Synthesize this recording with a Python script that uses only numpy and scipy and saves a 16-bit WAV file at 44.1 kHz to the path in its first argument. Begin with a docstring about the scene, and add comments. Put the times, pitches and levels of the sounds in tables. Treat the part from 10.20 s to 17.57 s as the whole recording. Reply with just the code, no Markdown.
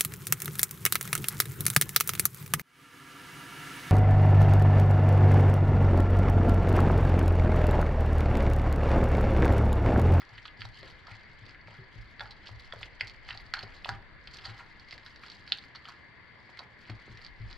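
"""A silicone spatula folds thick batter in a ceramic pot on a towel-covered bench.
Air pockets pop as the batter lets go: a tick, a damped pocket tone and a spray of filtered noise.
The blade squelches in clumps of tiny damped grains, and knocks on the wall excite the pot's modes.
The pot rocks and thumps the bench, whose low modes boom over a rumble of low-passed noise.
Short echoes and a decaying tail give the room, where a machine hisses steadily as shaped noise."""
import sys
import numpy as np
from scipy import signal
from scipy.io import wavfile
from scipy.ndimage import uniform_filter1d

SR = 44100
rng = np.random.default_rng(int(sys.argv[2]) if len(sys.argv) > 2 else 0)


def inscribe(sig):
    """Save sig as 16-bit PCM at rate SR to the path in sys.argv[1].

    A 1-D sig is mono; a 2-D sig holds one channel per row.
    Samples are clipped to [-1, 1] before scaling.
    """
    pcm = np.round(np.clip(np.atleast_2d(sig).T, -1, 1) * 32767)
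    wavfile.write(sys.argv[1], SR, pcm.astype(np.int16))


N = 325017  # samples


def gain_of(db):
    """The decibel law: amplitude gain of a level."""
    return 10 ** (np.asarray(db) / 20)


def evened(x):
    """Normalisation of mean power: scales to rms 1."""
    return x / np.sqrt(np.mean(x ** 2) + 1e-30)


def smoothed(x, size):
    """Low-pass by two moving averages in turn, scaled to rms 1."""
    return evened(uniform_filter1d(uniform_filter1d(x, size=size), size=size))


def read(points, hz):
    """Interpolation of a spectrum along a log-frequency axis."""
    point_hz, value = np.transpose(points)
    return np.interp(np.log(hz + 1), np.log(point_hz + 1), value)


def hump(hz, centre_hz, width_hz):
    """Resonance curve that falls off as the square of the detuning."""
    return 1 / (1 + (2 * (hz - centre_hz) / width_hz) ** 2)


def causal(gain):
    """Minimum phase: the most compact causal pulse with this gain, from the Hilbert transform of its log."""
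    both_halves = np.r_[gain, gain[-2:0:-1]]
    log_gain = np.log(np.maximum(both_halves, 1e-6))
    return np.fft.ifft(np.exp(np.conj(signal.hilbert(log_gain)))).real


def resonate(x, hz, width_hz):
    """One-pole complex resonator: its decay rate sets its bandwidth."""
    r = np.exp(-np.pi * width_hz / SR)
    return 2 * signal.lfilter([1 - r], [1, -r * np.exp(2j * np.pi * hz / SR)], x).real


def ringing(modes, size):
    """Modal superposition: the impulse response is a sum of damped sines."""
    t = np.arange(size) / SR
    return sum(gain_of(db) * np.exp(-np.pi * width_hz * t) * np.sin(2 * np.pi * hz * t)
               for hz, width_hz, db in modes)


def panned(pan_db):
    """Level-difference stereo: left over right by pan_db."""
    return gain_of(np.array([[.5], [-.5]]) * pan_db)


def add(mix, s, sound):
    """Linear superposition of a stereo sound from s seconds on."""
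    part = mix[:, max(round(s * SR), 0):][:, :sound.shape[1]]
    part += sound[:, :part.shape[1]]


def air_pulse():
    """Spectral shaping of turbulence: a unit-energy filter that turns white noise into airy spray."""
    # spectrum of escaping air: hz, relative_level_db
    air_spectrum = [(3000, -21.5), (6000, 13), (8000, 5.5), (10000, -5), (14000, -6.5), (16000, -28.5)]
    hz = np.fft.rfftfreq(1024, 1 / SR)
    pulse = causal(gain_of(read(air_spectrum, hz)))[:128]
    return pulse / np.linalg.norm(pulse)


def slips(count, share):
    """Stick-slip release: rows of sparse slips of random size."""
    return rng.standard_normal((count, 2048)) * (rng.random((count, 2048)) < share)


def burst(gain, tear_ms, lesser_slips, rise_ms):
    """Stick-slip excitation of a resonance: lesser slips gather, one strong slip, then they thin out; peak 1."""
    t_ms = np.arange(len(lesser_slips)) / SR * 1000 - rise_ms
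    tear_ms = np.clip(tear_ms, .3, 25)
    gather = np.exp(np.minimum(t_ms, 0) / 1.64)
    thin_out = np.exp(-np.maximum(t_ms, 0) / tear_ms)
    train = lesser_slips * gather * thin_out * np.tanh(tear_ms / 0.8)
    strong_slip = np.arange(len(lesser_slips)) == round(rise_ms * SR / 1000)
    sound = signal.fftconvolve(train + strong_slip, causal(gain)[:512])
    return sound / abs(sound).max()


def pops():
    """Cavity resonance: a bursting pocket rings a few cycles under a sharp tick and sprays air."""
    # the larger air pockets that burst: time_s, peak_db, tick_hz, pocket_hz, pocket_re_tick_db,
    # tear_ms (tearing time, held within 0.3-25 ms)
    pockets = [(0.179, -36.5, 3000, 2030, 6, 5.7), (0.2533, -30, 3380, 1290, 2.5, 3.5),
               (0.279, -35.5, 3240, 2160, -17, 1.8), (0.407, -36, 4500, 1980, -6, 5.3),
               (0.417, -26, 3180, 2080, 0, 0.6), (0.452, -35.5, 4500, 1130, -18, 1.6),
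               (0.629, -34, 3750, 1700, 4, 0.87), (0.869, -36.5, 4580, 1270, 8, 1.9),
               (1.263, -42, 4570, 1710, -10, 1.2), (1.346, -39, 3580, 1900, 25, 0.76),
               (1.4122, -50, 4560, 1670, -14, 0.91), (1.473, -39.5, 4430, 1900, 16, 0.56),
               (1.9943, -27.5, 4050, 1660, 13, 0.44), (2.0059, -23, 3540, 1770, 10.5, 2.3),
               (2.056, -36.5, 3000, 1500, 12, 1), (2.107, -36, 4430, 2090, -17, 7.4),
               (2.262, -45, 4650, 2080, -12, 1.5), (2.2704, -34, 3920, 2080, -7, 1.8),
               (2.397, -41, 4540, 2100, -8, 1.7), (2.5227, -26.5, 3400, 1700, 9.5, 3.4),
               (2.608, -43, 4240, 1780, -9, 1.8), (2.6292, -26, 3070, 2480, 9, 2.6),
               (2.798, -38, 3600, 2080, -15, 1), (2.808, -15, 4100, 2080, 13, 1.9),
               (2.8703, -35.5, 4950, 2110, -10, 9.1), (2.896, -33.5, 4670, 2160, 1, 1.8),
               (3.088, -27.5, 3120, 1860, 13, 1.9), (3.1061, -27.5, 2670, 2080, 12, 0.96),
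               (3.127, -34, 4200, 2400, 0, 0.66), (3.1737, -31.5, 4580, 1730, -17, 0.42),
               (3.3373, -13, 4540, 1580, 11, 2.6), (3.367, -31, 3230, 1490, 7, 2.3),
               (3.3897, -27.5, 4100, 1510, -8, 2.1), (3.4074, -34, 3830, 2050, 14, 5),
               (3.428, -31.5, 4470, 1930, -2, 3.2), (3.6456, -24, 3000, 1940, -18, 1.9),
               (3.69, -18.5, 4370, 1490, 12, 1.6), (4.072, -30, 3280, 2150, -4, 2.3),
               (4.186, -35, 3100, 1680, -17, 2.2), (4.2521, -27, 4430, 1700, -1, 7.2),
               (4.294, -35.5, 3000, 1660, 23, 3.7), (4.388, -40, 4250, 1560, 24, 27),
               (4.596, -41.5, 4830, 1960, -2, 2.2), (4.6848, -39.5, 4500, 2100, -4, 1.7),
               (4.7084, -30.5, 4500, 1990, -5, 1.5), (4.7257, -32.5, 4540, 2080, 8, 2.3),
               (4.739, -39, 4500, 2000, -14, 2.7), (4.778, -35, 4600, 1950, 7.5, 2.1),
               (4.862, -33, 4280, 1680, 1, 0.81), (4.959, -40, 4660, 1760, -2, 2.1),
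               (5.0344, -36, 2700, 1710, 22, 1.7), (5.063, -37, 4660, 1600, 4, 2.6),
               (5.082, -38, 4400, 2100, -16, 1), (5.0988, -33.5, 4600, 1770, -21, 1.8),
               (5.117, -36.5, 4450, 1750, -12, 4.2), (5.2763, -32, 4580, 1940, 13, 1.1),
               (5.299, -38, 4470, 2160, -13, 0.7), (5.32, -8, 3520, 2390, -41, 1.06),
               (5.384, -30, 3640, 1790, -21, 1.6), (5.437, -38, 4400, 1900, 14, 1.4),
               (5.55, -37, 4200, 1300, 10, 1.5), (5.5573, -35, 4030, 1330, -1, 4),
               (5.653, -34, 3000, 1240, 6, 1.4), (5.6851, -35.5, 4960, 1110, 10, 8),
               (6.372, -39, 4430, 2090, 13, 5.4), (6.3908, -27, 4200, 1300, -1, 1.85),
               (6.6522, -41.5, 2800, 2130, -18, 1), (6.6971, -32, 4500, 2090, 11, 3.7),
               (6.9732, -37.5, 4600, 1990, -15, 1), (7.0636, -34.5, 4500, 1830, -15, 1),
               (7.047, -33, 4500, 2050, -18, 0.62), (7.3108, -36, 4480, 2140, -10, 0.49),
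               (7.3275, -34, 4500, 1800, -20, 0.47)]
    # spray re the pop's peak at the pivot pitch and level: small (high) pockets spray more,
    # loud ones less in proportion
    pivot_hz, pivot_db = 4400, -36
    spray_db, spray_db_per_octave, spray_db_per_db = -30, 23, -0.19
    out, hz = np.zeros((2, N)), np.fft.rfftfreq(1024, 1 / SR)
    # torn batter makes every spectrum ragged
    ragged = evened(uniform_filter1d(rng.standard_normal((len(pockets), len(hz))), size=11, axis=1))
    tears = slips(len(pockets), .03)
    t_ms = np.arange(2048) / SR * 1000
    noise = rng.standard_normal((len(pockets), 2, 2048))
    sprays = signal.fftconvolve(noise, air_pulse()[None, None], axes=2)[..., :2048]
    for pocket, rag, tear, spray in zip(pockets, ragged, tears, sprays):
        s, db, tick_hz, pocket_hz, pocket_db, tear_ms = pocket
        gain = hump(hz, tick_hz, .45 * tick_hz)
        gain = gain + gain_of(1.5) * hump(hz, 4456, 430) + gain_of(-20.5) * hump(hz, 1500, 2200)
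        gain = gain + gain_of(pocket_db) * hump(hz, pocket_hz, 0.43 * pocket_hz)
        low_pass = 1 / np.sqrt(1 + (hz / 5200) ** 16)
        high_pass = hz ** 2 / (hz ** 2 + 800 ** 2)
        gain = gain * gain_of(2 * rag) * low_pass * high_pass
        # big pockets (peak above -25 dB) burst in a cleaner snap
        clean = gain_of(-.6 * max(db + 25, 0))
        pop = burst(gain, tear_ms, tear * clean, rise_ms=3.)
        add(out, s - .0015, gain_of(db) * pop * panned(-0.33))
        fade_ms = np.clip(tear_ms, .3, 25) + 1.8
        puff = (spray + 0.41 * spray[::-1]) * np.tanh(t_ms / 1.6) ** 2 * np.exp(-t_ms / fade_ms)
        air_db = spray_db + spray_db_per_octave * np.log2(tick_hz / pivot_hz)
        air_db = air_db + spray_db_per_db * (db - pivot_db)
        add(out, s - .001, gain_of(db + air_db) * puff * panned(-2.5))
    return out


def grains(pitches_hz, cycles, spread_db, count):
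    """Granular superposition: tiny pockets of many pitches, each pitch a sparse train of uneven sizes; rms 1."""
    out = np.zeros(N + 2048)
    for hz, db in pitches_hz:
        cycle = np.arange(round(cycles * SR / hz)) * hz / SR
        grain = np.sin(2 * np.pi * cycle) * cycle ** 2 * np.exp(-9.5 * cycle / cycles)
        at = rng.integers(0, N, count)
        size = gain_of(db + spread_db * np.minimum(rng.exponential(1, count), 3.2))
        np.add.at(out, at[:, None] + np.arange(len(cycle)), size[:, None] * grain)
    return evened(out[:N])


def folding(pulls_s, peaks_db, swells_s, fades_s, depth_db):
    """Power addition of all folds, each a straight swell and fade in dB; gives the level in dB."""
    t, power = np.arange(0, N, 32) / SR, 0
    for s, db, swell_s, fade_s in zip(pulls_s, peaks_db, swells_s, fades_s):
        away = np.maximum((s - t) / max(swell_s, .01), (t - s) / max(fade_s, .01))
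        power = power + gain_of(db - depth_db * away) ** 2
    return np.interp(np.arange(N) / SR, t, 10 * np.log10(power + 1e-12))


def stroke():
    """Adhesion and suction: sticky crackle, lower sucking pockets and a wide fizz follow the blade in clumps."""
    # each fold of the blade swells to its pull and dies away: pull_s, squelch_db, suction_db,
    # swell_s, fade_s (the times, at least 0.01 s, in which the squelch changes by depth_db)
    folds = [(0.02, -58, -56, 0.21, 0.057), (0.15, -63, -62, 0.15, 0.17), (0.26, -52, -66, 0.019, 0.029),
             (0.41, -53.5, -53, 0.038, 0.076), (0.57, -55.5, -70, 0.07, 0.08),
             (0.66, -56.5, -59, 0.03, 0.21), (0.89, -61.5, -57.5, 0.067, 0.35),
             (1.3, -60, -63, 0.17, 0.051), (1.502, -60.5, -56, 0.04, 0.17), (1.82, -66.5, -66, 0.21, 0.25),
             (2.01, -64, -61, 0.028, 0.48), (2.28, -51.5, -53, .045, 0.052), (2.44, -60.5, -79, 0.12, 0.11),
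             (2.63, -58, -69, 0.11, 0.13), (2.82, -63.5, -60, 0.12, 0.44), (3.1, -55, -47.5, 0.053, 0.2),
             (3.35, -58.5, -51.5, 0.016, 0.35), (3.552, -58.5, -70, 0.034, 0.063),
             (3.699, -52.5, -47, 0.073, 0.08), (4.17, -55.5, -63, 0.12, 0.18),
             (4.26, -57, -54.5, 0.13, 0.33), (4.401, -63, -50.5, 0.04, 0.073),
             (4.73, -59, -67, 0.13, 0.059), (4.87, -62, -67, 0.2, 0.26), (5.04, -60, -61.5, 0.024, 0.11),
             (5.11, -57.5, -66, 0.11, 0.15), (5.33, -52.5, -73, 0.068, 0.13),
             (5.559, -56, -52, 0.013, 0.025), (5.687, -60, -56, 0.085, 0.13),
             (6.4, -65.5, -65.5, 0.36, 0.095), (6.702, -59.5, -52.5, 0.1, 0.076),
             (7.06, -59.5, -61, 0.39, 0.037), (7.32, -61, -60, 0.22, 0.071)]
    # spectrum of the sticky crackle: hz, relative_level_db
    crackle_spectrum = [(2400, -13), (3100, 1), (3700, -6), (4500, 10.5), (5300, -12.5)]
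    depth_db = 15
    suction_steeper = 1.83  # suction comes and goes faster than squelch
    pulls_s, squelch_peaks_db, suction_peaks_db, swells_s, fades_s = np.transpose(folds)
    squelch_db = folding(pulls_s, squelch_peaks_db, swells_s, fades_s, depth_db)
    suction_db = folding(pulls_s, suction_peaks_db, swells_s, fades_s, suction_steeper * depth_db)
    clumps = smoothed(rng.standard_normal(N), size=400)

    crackle_pitches = [(f, read(crackle_spectrum, f)) for f in np.geomspace(2400, 5300, 12)]
    suction_pitches = [(f, 8.9 * np.log2(f / 1500)) for f in np.geomspace(700, 2300, 9)]
    tick_pitches = [(f, read(crackle_spectrum, f)) for f in np.geomspace(2600, 5000, 8)]
    crackle = grains(crackle_pitches, 16.6, spread_db=6.0, count=1800)
    suction = grains(suction_pitches, 6.0, spread_db=4.0, count=600)
    ticks = grains(tick_pitches, 6.5, spread_db=4.5, count=400)
    wet = gain_of(squelch_db) * (crackle + gain_of(-6.5) * ticks) + gain_of(suction_db) * suction

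    # each tick spits air
    spray = rng.standard_normal((2, N)) * (0.71 + 0.68 * uniform_filter1d(abs(ticks), size=40))
    fizz = evened(signal.oaconvolve(spray, air_pulse()[None], axes=1)[:, :N])
    # the colour of the fizz drifts: its part above 9 kHz comes and goes on its own
    high_pass = signal.firwin(63, 9000, fs=SR, pass_zero=False)
    upper = signal.oaconvolve(fizz, high_pass[None], "same")
    drift = smoothed(rng.standard_normal(N), size=700)
    fizz = fizz - upper + gain_of(4.9 * drift - 1.5) * upper
    fizz = gain_of(squelch_db - 17.5 + 2.0 * clumps) * fizz
    return gain_of(2.5 * clumps) * (wet * panned(0.063) + fizz * panned(-1.7))


def knocks():
    """Impact excitation: dull, short blows on the pot wall; returns them and the part that rings the pot."""
    # blade and batter knock the pot wall: time_s, peak_db, knock_hz, tear_ms (held within 0.3-25 ms),
    # hardness_db (hard blows ring the pot and rasp)
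    blows = [(0.45, -36, 1090, 1.7, -0.5), (0.628, -40.5, 530, 26, -6), (0.88, -43, 724, 3.2, -7),
             (1.48, -40.5, 665, 2.3, -25), (2.004, -34, 830, 11, -14), (2.289, -41, 850, 2.5, -2),
             (2.534, -33.5, 597, 4, -3.5), (2.611, -40.5, 970, 1.3, 4.5), (2.806, -36, 800, 5.7, -6),
             (3.432, -39, 596, 2.3, -1), (3.655, -28.5, 1000, 2.2, -11), (3.678, -40.5, 800, 2, 3),
             (3.688, -33, 860, 4, 9), (4.26, -49, 770, 3, 4), (4.724, -44, 1000, 2.8, -11),
             (5.319, -60, 1280, 1.9, -8), (6.291, -44, 940, 2, -18), (6.39, -38, 920, 22, -16),
             (6.695, -36.5, 330, 3, -16), (6.877, -42.5, 316, 1.5, -13)]
    rasp_db, rasp_fade_ms = -35.5, 9.5  # airy rasp re a blow's peak plus hardness, and its slower fade
    out, drive = np.zeros((2, N)), np.zeros((2, N))
    hz, t_ms = np.fft.rfftfreq(1024, 1 / SR), np.arange(4096) / SR * 1000
    tears = 0.6 * slips(len(blows), 0.035)
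    noise = rng.standard_normal((len(blows), 2, len(t_ms)))
    rasps = signal.fftconvolve(noise, air_pulse()[None, None], axes=2)[..., :len(t_ms)]
    rasp_rise = np.tanh(np.maximum(t_ms - 1.2, 0) / 1.4)
    rasps = rasps * rasp_rise * (np.exp(-t_ms / rasp_fade_ms) + 5.7 * np.exp(-t_ms / 3.1))
    for (s, db, knock_hz, tear_ms, hard_db), tear, rasp in zip(blows, tears, rasps):
        gain = hump(hz, knock_hz, 0.81 * knock_hz) + gain_of(-11.0) * hump(hz, 830, 1200)
        gain = gain * hz ** 2 / (hz ** 2 + (0.46 * knock_hz) ** 2)  # high-pass
        blow = gain_of(db) * burst(gain, tear_ms, tear, rise_ms=2.666) * panned(-.6)
        add(out, s, blow)
        add(out, s, gain_of(db + rasp_db + hard_db) * (rasp + 0.34 * rasp[::-1]) * panned(-2.5))
        add(drive, s, gain_of(hard_db) * blow)
    return out, drive


def pot_ring(batter, hard_blows):
    """Modal response: batter sounds and hard blows drive the damped modes of the ceramic pot."""
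    # modes of the pot: hz, width_hz, relative_level_db
    pot_modes = [(406, 14, 5), (770, 9.9, -3.5), (798.4, 9, 2.5), (974, 12, 0), (1400, 35, 9),
                 (1490, 12, -6), (2080, 22, 0), (3520, 430, 19)]
    batter_drive_db, knock_drive_db = -51, -51.5
    drive = gain_of(batter_drive_db) * batter + gain_of(knock_drive_db) * hard_blows
    return signal.oaconvolve(drive, ringing(pot_modes, size=6000)[None], axes=1)[:, :N]


def thumps():
    """Forced vibration: a blow and uneven rocking drive the lowest bench mode, upper modes and a slower sway."""
    # the pot rocks and thumps the bench: time_s, boom_peak_db, sway_re_boom_db, rattle_re_boom_db,
    # rock_s (the rocking lasts 1.31 times this, held within 0.01-0.18 s)
    rocks = [(0.122, -51, 1, -15, 0.077), (0.397, -44.5, 7, -14, 0.037), (0.45, -43, -2, -23, 0.058),
             (0.625, -53, 5, -6, 0.067), (0.918, -45, -16, -22, 0.05), (1.089, -58, -10, -12, 0.032),
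             (1.223, -46, -16, -20, 0.036), (1.465, -51, -11, 0, 0.076), (1.588, -49, -20, 4.5, 0.066),
             (1.757, -44.5, 9.5, -7, 0.075), (1.993, -51, 6, -7, 0.12), (2.31, -42, 2.5, -22, 0.061),
             (2.56, -47.5, 5, -7, 0.1), (2.83, -46.5, 2, -12, 0.035), (3.113, -49.5, 3, -14, 0.089),
             (3.432, -45, -4.5, -3, 0.049), (3.689, -39.5, 3.5, -6.5, 0.094),
             (4.282, -41.5, -2, -8.5, 0.069), (6.698, -37.5, -6, -10.5, 0.058),
             (6.897, -44.5, -5, -4, 0.071), (7.203, -36.5, 1.5, -14, 0.081)]
    # modes of the bench, lowest first: hz, width_hz, relative_level_db
    bench_modes = [(109.7, 38, 0), (164, 24, 0), (215, 36, -5), (300, 55, -11.5), (379, 20, -8.5)]
    sway_hz, sway_width_hz = 53.2, 25
    sway_lag_s = 0.0208  # the sway builds after the boom
    lean_db = 5.5  # left over right
    out, t = np.zeros((2, N)), np.arange(8192) / SR
    noises = rng.standard_normal((len(rocks), 3, len(t)))
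    low, upper = ringing(bench_modes[:1], size=8192), ringing(bench_modes[1:], size=8192)
    swing = ringing([(sway_hz, sway_width_hz, 0)], size=8192) * np.tanh(t / 0.012)
    tone = np.cos(2 * np.pi * bench_modes[0][0] * t)
    for (s, db, sway_db, rattle_db, rock_s), (a, b, c) in zip(rocks, noises):
        rocking_s = np.clip(1.31 * rock_s, .01, .18)
        arch = np.sin(np.pi * np.minimum(t / rocking_s, 1) ** 0.46)
        push = arch + 2.1 * np.exp(-t / 0.0082)  # rocking plus the blow
        boom = signal.fftconvolve(push * (tone + 3.7 * b), low)
        # partly shared noise makes left and right differ
        rattle = signal.fftconvolve(push * np.array([a, a + 0.45 * c]), upper[None], axes=1)
        sway = signal.fftconvolve(push * np.array([b, 2.5 * b + 2.7 * c]), swing[None], axes=1)
        add(out, s - .003, gain_of(db) * boom / abs(boom).max() * panned(lean_db))
        add(out, s - .003, gain_of(db + rattle_db) * rattle / abs(rattle).max())
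        add(out, s + sway_lag_s, gain_of(db + sway_db) * sway / abs(sway).max() * panned(lean_db))
    return out


def rumble():
    """Resonant filtering of noise: a lumpy rumble under the lowest bench mode."""
    # the bench shakes under the stirring: time_s, rms_level_db
    shaking = [(0, -63.5), (.5, -58.5), (2, -60), (3.6, -55), (4.4, -59.5), (5.2, -64.5), (6.4, -78),
               (6.8, -64), (7.37, -49)]
    a, b = rng.standard_normal((2, N))
    left_right = np.array([a, 0.17 * a + 0.95 * b])
    low = resonate(resonate(left_right, 28, 73), 28, 73)
    level_db = np.interp(np.arange(N) / SR, *np.transpose(shaking))
    return gain_of(level_db) * evened(low) * panned(1.7)


def room(x):
    """Image-like echoes, then a diffuse tail: sparse taps of random sign, each band dying at its own speed."""
    # reflections from the pot wall and the bench: delay_s, level_db
    near_echoes = [(.0028, -22), (.0054, -12)]
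    # reverberation time: hz, t60_s
    decay_times = [(400, 0.77), (1500, 0.29), (4000, 0.13), (9000, 0.11)]
    tail_db = -9.5
    taps = np.zeros((2, SR // 2))
    # one tap at a random place in every 20 samples
    at = np.arange(100, SR // 2 - 20, 20) + rng.integers(0, 20, (2, (SR // 2 - 101) // 20))
    np.put_along_axis(taps, at, rng.choice([-1., 1.], at.shape), 1)
    taps = taps + 0.49 * taps[::-1]
    hz, t, z = signal.stft(taps, SR, nperseg=256)
    decay = gain_of(-60 * t / read(decay_times, hz)[:, None])
    tail = signal.istft(z * decay, SR, nperseg=256)[1]
    tail = gain_of(tail_db) * tail / np.linalg.norm(tail[0])
    tail[:, :100] = 0
    for s, db in near_echoes:
        tail[[0, 1], round(s * SR) + np.array([0, 3])] += gain_of(db)  # right 3 samples later
    return signal.oaconvolve(x, tail, axes=1)[:, :N]


def hiss():
    """Stationary shaped noise: random short-time spectra with drifting patches and partial coherence."""
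    # spectrum of the machine's hiss: hz, relative_level_db
    hiss_spectrum = [(35, -52), (60, 0.5), (113, 0), (168, -5.5), (602, -13), (864, -14), (988, -9),
                     (1270, -13.5), (1720, -7.5), (2080, -4.5), (2510, -17), (3820, -23), (4530, -28),
                     (5700, -42), (7800, -47), (12500, -66.5)]
    # peaks on it: hz, width_hz, height_db
    hiss_peaks = [(1700, 50, 8.5), (2100, 140, 3), (4580, 200, 14.5)]
    # left-right likeness: hz, correlation (0 to 1)
    likeness = [(60, 0.52), (150, 0.41), (360, 0.41), (880, 0.69), (2150, 0.52), (5250, 0.028)]
    # left over right: hz, lean_db
    lean = [(60, 4.5), (150, 1), (360, 1.5), (880, -3.5), (2150, 5.5), (5250, 1)]
    rms_db = -54
    frames, hz = N // 256 + 5, np.fft.rfftfreq(1024, 1 / SR)
    a, b, c, d, patches = rng.standard_normal((frames, 513, 5)).T
    patches = uniform_filter1d(patches, size=10, axis=0)  # along frequency
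    patches = evened(uniform_filter1d(patches, size=12, axis=1))  # along time
    same = np.clip(read(likeness, hz), -1, 1)[:, None]
    left = a + 1j * b
    right = same * left + np.sqrt(1 - same ** 2) * (c + 1j * d)
    shape_db = read(hiss_spectrum, hz) + sum(db * hump(hz, f, w) for f, w, db in hiss_peaks)
    level = gain_of(shape_db[:, None] + 1.4 * patches)
    z = np.array([left, right]) * level * panned(read(lean, hz))[..., None]
    return gain_of(rms_db) * evened(signal.istft(z, nperseg=1024, noverlap=768)[1][:, :N])


def scene():
    """Superposition: batter sounds ring the pot and fill the room, over bench thumps, rumble and hiss."""
    batter = pops() + stroke()
    blows, hard_blows = knocks()
    # the batter's treble leans right
    batter = batter + 0.15 * np.array([[-1], [1]]) * resonate(batter, 4400, 1500)
    pot = pot_ring(batter, hard_blows)
    return batter + blows + pot + room(batter + blows) + thumps() + rumble() + hiss()


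def record(dry):
    """Band limitation: a linear-phase low-pass."""
    edge_hz = 15600
    low_pass = signal.firwin(511, edge_hz, window=("kaiser", 9), fs=SR)
    return signal.oaconvolve(dry, low_pass[None], "same")


dry = scene()
out = record(dry)
inscribe(out)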